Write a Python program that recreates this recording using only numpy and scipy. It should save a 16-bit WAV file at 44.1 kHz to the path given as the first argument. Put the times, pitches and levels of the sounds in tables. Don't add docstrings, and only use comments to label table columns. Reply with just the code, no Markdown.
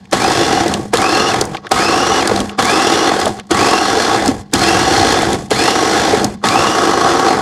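import sys
import numpy as np
from scipy import signal
from scipy.fft import rfft, irfft
from scipy.io import wavfile
from scipy.ndimage import uniform_filter1d

SR = 44100
rng = np.random.default_rng(int(sys.argv[2]) if len(sys.argv) > 2 else 0)


def to_wav(sig):
    pcm = np.clip(np.atleast_2d(sig), -1, 1) * 32767
    pcm = np.round(pcm).astype(np.int16)
    wavfile.write(sys.argv[1], SR, pcm.T)


def how_loud(loudness_db):
    steps = np.asarray(loudness_db, float) / 20
    return 10 ** steps


N = 326781

# on/s, off/s, blades stall/s, load/dB, ice against the lid/dB
PULSES = [
    (-.9, -.4, -.17, 2, 0),
    (.125, .62, .75, -.5, -3),
    (.934, 1.31, 1.422, -1, .5),
    (1.713, 2.2, 2.41, -.3, .3),
    (2.587, 3.08, 3.285, 0, .5),
    (3.508, 4.14, 4.305, 0, -1),
    (4.535, 5.165, 5.35, .5, -2),
    (5.51, 6.1, 6.255, .3, -2.5),
    (6.44, 7.283, 7.45, .5, .7),
]
# f/Hz, width/Hz, level/dB
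BODY = [(266, 13, 4.5), (334, 41, 6), (453.4, 76, 7), (550, 23, 3.5), (705, 26, 5.5), (772, 80, 7),
        (1113, 87, 11), (1123, 66, 3), (1260, 70, 10), (1667, 136, 5), (1985, 230, 6.5), (3240, 50, 7),
        (3480, 120, 4), (4270, 130, 4.5), (4950, 90, 5.5), (5890, 630, -2.5)]
# f/Hz, level/dB per Hz
COLOUR = [(15, -75), (25, -31), (102, -13), (161, -14.5), (325, -4.5), (638, -10.5), (770, -5), (982, -13),
          (1150, -9.5), (2150, -16.5), (2810, -15.5), (5680, -16), (10800, -33), (15800, -56.5)]
# t/s, crack/dB, sharpness/dB, knock/dB, knock/Hz
BITES = [(.129, -.5, -10, 7, 590), (.937, -5, -6, 8.5, 485), (1.7165, 4, -11, 2, 760),
         (2.5905, -2.5, -16, 6, 790), (3.511, -4, -4.5, 4, 334), (4.5361, 5, -5, 2.5, 258),
         (5.5124, -2, -10, 5, 444), (6.4408, -14, -18, 1, 770)]
# t/s, peak level/dB, f/Hz, sharpness/dB
CRACKS = [(.1123, -17, 5400, -15), (.2448, -10, 4220, -16), (.6802, -5.5, 4320, -12),
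          (.7386, 0, 3030, -11.5), (.9708, 2.5, 3400, -14), (1.0166, -9, 2470, -3),
          (1.3414, -5.5, 3320, -13), (1.411, 4.5, 4470, -13.5), (1.452, -11, 6440, -11),
          (2.274, 0, 4370, -10), (2.36, -2.5, 3700, -20), (2.4026, -1.5, 3130, -11),
          (2.6235, -2.5, 4120, -16), (2.6524, -.5, 4900, -17), (2.796, -7, 2770, -17), (3.2, -9, 5000, -8),
          (3.256, -5, 3610, -7.5), (3.278, -8, 5000, -8), (3.668, -9, 5000, -9), (4.2583, -2, 4680, -13),
          (4.2778, 1, 4460, -11.5), (4.593, -3, 4970, -16), (4.6314, -6, 4260, -18), (4.995, -3, 3480, -21),
          (5.122, -9, 6000, -7), (5.22, -9, 6000, -7), (5.3296, -3.5, 3480, -8.5), (5.5054, -5, 2760, -10),
          (6.2434, 2, 5170, -14), (6.486, 3, 3140, -18)]
# t/s, peak level/dB, f/Hz, sharpness/dB
TICKS = [(.0535, -24, 2100, -21), (1.546, -5, 1600, -31), (1.5683, -7, 2200, -29), (1.667, -7, 1600, -31),
         (1.6915, -28, 3390, -5), (2.4932, -6, 2300, -28), (3.397, -7, 2000, -20), (3.4685, -32, 4400, -10),
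         (4.5134, -27, 3400, -16), (5.4844, -33, 3500, -9), (6.416, -24, 900, -30)]


def rms_one(x):
    return x / np.sqrt(np.mean(x ** 2) + 1e-20)


def drift(rate_hz):
    r = np.exp(-2 * np.pi * rate_hz / SR)
    slow = signal.lfilter([1], [1, -2 * r, r * r], rng.standard_normal(N + SR))
    return rms_one(slow[SR:])


def resonance(x, hz, width_hz):
    r = np.exp(-np.pi * width_hz / SR)
    poles = [1, -2 * r * np.cos(2 * np.pi * hz / SR), r * r]
    return signal.lfilter([(1 - r * r) / 2, 0, (r * r - 1) / 2], poles, x)


def low_pass(x, order, top_hz):
    return signal.sosfilt(signal.butter(order, top_hz, fs=SR, output="sos"), x)


def band(x, low_hz, high_hz):
    return rms_one(signal.sosfilt(signal.butter(3, [low_hz, high_hz], "band", fs=SR, output="sos"), x))


def coloured(x, spectrum, peaks=()):
    size = 2 ** 13
    hz = np.maximum(np.arange(size // 2 + 1) * SR / size, 1)
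    points = np.array(spectrum)
    level_db = np.interp(np.log(hz), np.log(points[:, 0]), points[:, 1])
    for centre_hz, width_hz, db in peaks:
        level_db += db / (1 + (2 * (hz - centre_hz) / width_hz) ** 2)
    cepstrum = irfft(np.log(how_loud(level_db)))
    cepstrum[1:size // 2] *= 2
    cepstrum[size // 2 + 1:] = 0
    response = irfft(np.exp(rfft(cepstrum)))
    return signal.fftconvolve(x, response)[:N]


def blade_blows(uneven, spread_db, fade_s):
    blade_hz = 48.23
    passes = np.cumsum(blade_hz * (1 + uneven * drift(13))) / SR
    kicks = np.diff(np.floor(passes), prepend=0) > 0
    force = kicks * how_loud(spread_db * rng.standard_normal(N))
    r = np.exp(-1 / (fade_s * SR))
    return rms_one(signal.lfilter([1], [1, -2 * r, r * r], force))


def bowl_hum():
    hz, width_hz = 202.3, 8.4
    hum = resonance(resonance(rng.standard_normal(N), hz, width_hz), hz, 3 * width_hz)
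    return hum / np.sqrt(uniform_filter1d(hum ** 2, size=3000) + 1e-12)


def churn():
    # f/Hz, width/Hz, level/dB
    ridges = [(3480, 110, -5), (4270, 130, -5), (1650, 120, -8)]
    ridge_patchy_db, lurch_db = 5, 1.5
    dulling, dull_hz = .4, 560
    bowl_db, lid_db, crunch_db, swish_db, rumble_db, hum_db = churn_levels()

    blows = blade_blows(uneven=.3, spread_db=2.0, fade_s=0.003)
    grain_force = how_loud(4.4 * np.minimum(rng.exponential(1, N), 5))
    grains = (rng.random(N) < 4000 / SR) * grain_force * rng.choice([-1, 1], N)
    grind = rng.standard_normal(N) + 0.46 * rms_one(grains)
    lumps = coloured((1.9 + blows) * grind, COLOUR, BODY)
    slush = coloured((2.45 + blows) * grind, COLOUR, BODY)

    dull_db = dulling * np.clip(crunch_db + 20, -18, 0)
    bowl = band(lumps, 225, 980)
    belly = low_pass(bowl, 1, dull_hz)
    bowl = how_loud(-dull_db / 2) * belly + how_loud(dull_db) * (bowl - belly)
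    lid = band(lumps, 980, 1420)
    rumble = how_loud(lurch_db * drift(4)) * band(lumps, 25, 160)
    crunch, swish = band(slush, 1420, 6800), band(slush, 6800, 17000)
    ringing = np.zeros(N)
    for hz, width_hz, db in ridges:
        ringing += how_loud(db + dull_db + ridge_patchy_db * drift(3)) * resonance(crunch, hz, width_hz)
    crunch = crunch + ringing

    out = how_loud(bowl_db - 0.5) * bowl + how_loud(lid_db + 3.4) * lid
    out += how_loud(rumble_db + 1.0) * rumble + how_loud(hum_db - 2.2) * bowl_hum()
    return out + how_loud(drift(12)) * (how_loud(crunch_db - 1) * crunch + how_loud(swish_db) * swish)


def churn_levels():
    # running/dB, first jolt/dB, slump after it/dB, change by release/dB
    driven = [
        (-14, 3, -5, .4),
        (-17.2, 1.5, -2.5, -1.3),
        (-18.3, 3, -4, -.6),
        (-26.3, .5, -1.5, -3),
        (-29, -8, 5, -1.5),
        (-29.5, -3, 5, -2.5),
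    ]
    # change while coasting/dB, drop at the stall/dB, fall/dB per s, rest/dB
    released = [
        (-3, -3, -150, -52),
        (-7, -11, -130, -60),
        (-6, -10.5, -60, -57),
        (-3.5, -7.5, -40, -76),
        (4, -.5, -70, -50),
        (10.5, -.5, -70, -52),
    ]
    # bowl hum at the stall/dB, table rumble/dB, fineness of the ice/dB, settling speed
    endings = [(-2, -10, 0, 1.1), (1, 2, -.3, .8), (-5, -1, -.5, .85), (3, -1, 0, 1.1), (-3, -3, 0, 1.15),
               (-4, 0, 0, 1.0), (-4, 3, .6, 1.0), (3, -1, 0, 1.25), (-2, -2, -1.8, 1.1)]
    # t/s, length/s, level/dB
    slides = [(1.555, .035, -12), (1.66, .025, -16), (2.52, .04, -14), (3.385, .025, -14)]
    slide_colour_db = [-2.5, -4, -6, -25, -30, -30]
    stand_db = [0, -2, -10, -20, -3, 0]
    stand_s, drop_s = .115, .022
    lead_s, lead_db, slump_s, run_up_s = .013, -27, .035, .1
    let_go_s, let_go_share = .03, .4

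    t, out = np.arange(0, N, 20) / SR, []
    for k, ((run, jolt, slump, change), (coast, drop, fall, rest)) in enumerate(zip(driven, released)):
        power = np.full(len(t), how_loud(2 * rest))
        for (on, off, stall, load_db, lid_db), (hum_db, rumble_db, fine_db, settle) in zip(PULSES, endings):
            own_db = [0, lid_db, fine_db, fine_db, rumble_db, 0][k]
            let_go_db = change + let_go_share * coast
            last_db = change + coast + hum_db * (k == 5)
            times = [on - 2 * lead_s, on - lead_s, on - .004, on + .001, on + slump_s, on + run_up_s,
                     off, off + let_go_s, stall]
            levels = [-60, lead_db, lead_db + 11, jolt, slump, 0, change, let_go_db, last_db]
            still = np.maximum(t - stall, 0) * settle
            shape_db = np.interp(t, times, levels)
            shape_db += stand_db[k] * np.clip((still - stand_s) / drop_s, 0, 1)
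            shape_db += drop * (1 - np.exp(-still / drop_s)) + fall * still
            power += how_loud(2 * (run + load_db + own_db + shape_db))
        for s, length_s, db in slides:
            power += how_loud(2 * (run + db + slide_colour_db[k])) * np.exp(-((t - s) / length_s) ** 2 * 2)
        out.append(np.interp(np.arange(N) / SR, t, 10 * np.log10(power)))
    return out


def hits(events, rise_s, fade_s, cycles, noisy, top_hz, gain_db):
    t = np.arange(2000) / SR
    swell = np.exp(-t / fade_s) * np.minimum(t / rise_s, 1)
    bursts = rng.standard_normal((len(events), len(t))) * swell
    pitched, force = np.zeros(N + len(t)), np.zeros(N + len(t))
    for (s, db, hz, *_), burst in zip(events, bursts):
        start = round(s * SR)
        i = slice(start, start + len(t))
        ring = resonance(resonance(burst, hz, hz / cycles), hz, hz / 0.5)
        pitched[i] += how_loud(db) * ring / np.abs(ring).max()
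        force[i] += how_loud(db) * burst
    soft = low_pass(force[:N], 2, top_hz)
    return how_loud(gain_db) * (pitched[:N] + noisy * coloured(soft, COLOUR, BODY))


def splinters(cracks):
    splinter_db = -5
    force = np.zeros(N)
    for s, db, _, sharp_db in cracks:
        force[round(s * SR)] = how_loud(db + sharp_db + splinter_db)
    r = np.exp(-1 / (.0012 * SR))
    swell = signal.lfilter([(1 - r) * np.e], [1, -2 * r, r * r], force)
    return swell * band(rng.standard_normal(N) + 1e-18, 5700, 9850)


def ice_cracks():
    bite_hz = 3700
    splits = [(s, db, bite_hz, sharp_db) for s, db, sharp_db, *_ in BITES] + [*CRACKS]
    cracks = hits(splits, rise_s=0.00096, fade_s=0.0031, cycles=2.4, noisy=0.2, top_hz=14000, gain_db=-6)
    return cracks + splinters(splits + [*TICKS])


def wall_knocks():
    # t/s, peak level/dB, f/Hz
    lumps = [(.243, 2, 734), (.276, 2, 401), (.307, 4.5, 783), (.51, 3, 776), (.572, 4, 744),
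             (.654, 2, 333), (.792, -9, 308), (.988, -.5, 730), (1.341, 3, 740), (1.411, 4, 405),
             (1.545, -4.5, 800), (1.644, -16, 799), (2.311, 5, 440), (2.402, -1.5, 263), (3.113, 5, 740),
             (3.263, 5, 660), (3.62, 1, 345), (3.668, 1.5, 721), (3.728, 5.5, 780), (4.284, 5.5, 262),
             (5.227, 4, 706), (5.335, -.5, 268), (5.678, 4.5, 770), (6.078, 3, 686), (6.131, 5, 408),
             (6.236, -1.5, 260), (6.554, 4, 785), (7.07, 4, 790), (7.305, 4.5, 730), (7.343, 1.5, 393)]
    thuds = [(s - .002, db, hz) for s, *_, db, hz in BITES] + [*lumps]
    return hits(thuds, rise_s=0.0034, fade_s=0.0037, cycles=7.6, noisy=1.0, top_hz=3500, gain_db=-8)


def motor():
    # full speed f/Hz, spin-up/s, level/dB, time until ice buries it/s
    presses = [(3030, .062, -35.5, .5), (3030, .055, -33, .6), (3060, .06, -32.5, .76),
               (3050, .062, -33, .6), (3030, .055, -34.5, .35), (3080, .052, -33, .4),
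               (3080, .048, -33.5, .32), (3060, .046, -34.5, .4)]
    # multiple of f, level/dB
    whine = [(1, 0), (.957, -3), (1.043, -9), (2, -3.5), (1.957, -4.5), (2.043, -8), (1.913, -8),
             (1.87, -10), (.125, 9)]
    # f/Hz, width/Hz, level/dB
    housing = [(2550, 1400, 10.5), (5050, 400, 5), (5750, 800, 7)]
    brush_db, coast_db = -1.2, 7
    t, out = np.arange(N) / SR, np.zeros(N)
    waver = 1 + .005 * drift(120)
    flutter = [how_loud(2.5 * drift(14)) * (.8 + .6 * drift(80)) for _ in whine]
    sparking, judder = drift(500), drift(350)
    for (on, off, *_), (full_hz, spin_s, db, buried_s) in zip(PULSES[1:], presses):
        i = slice(int(on * SR), min(N, int((off + .25) * SR)))
        since = t[i] - on
        coast = np.exp(-np.maximum(t[i] - off, 0) / .11)
        speed = (1 - .45 * np.exp(-since / spin_s) - .18 * np.exp(-since / (5 * spin_s))) * coast
        phase = 2 * np.pi * np.cumsum(full_hz * speed * waver[i]) / SR
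        tone = np.zeros(len(phase))
        for (k, level_db), f in zip(whine, flutter):
            tone += how_loud(level_db) * f[i] * coast ** (4 * k) * np.sin(k * phase)
        clear = 0.15 + 0.71 * np.exp(-(since / buried_s) ** 4)
        haze = how_loud(brush_db) * sparking[i] * coast ** 6 * np.sin(1.95 * phase)
        growl = how_loud(coast_db) * judder[i] * 7 * coast * (1 - coast) ** 2 * np.sin(phase)
        out[i] += how_loud(db) * (clear * tone + haze + growl)
    return coloured(out, [(20, 0), (20000, 0)], housing)


def shard_ticks():
    return hits(TICKS, rise_s=.001, fade_s=.0035, cycles=2.4, noisy=.7, top_hz=6000, gain_db=-9)


def room_tone():
    # f/Hz, level/dB per Hz
    spectrum = [(35, -35), (60, -11), (199, 1), (895, -21), (1450, -26), (1880, -35), (4410, -25),
                (15000, -42)]
    return how_loud(-58) * rms_one(coloured(rng.standard_normal(N), spectrum))


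def scene():
    ice = churn() + ice_cracks() + wall_knocks() + shard_ticks()
    return np.tile(ice + motor() + room_tone(), (2, 1))


def top_cut(x):
    return signal.sosfilt(signal.butter(12, 15980, fs=SR, output="sos"), x)


def record(dry):
    overload, cutoff_hz = 1.0, 15950
    clipped = overload * np.tanh((np.abs(dry) / overload) ** 5) ** (1 / 5) * np.sign(dry)
    steep = signal.cheby2(12, 60, cutoff_hz + 750, fs=SR, output="sos")
    return top_cut(signal.sosfilt(steep, clipped))


dry = scene()
out = record(dry)
to_wav(out)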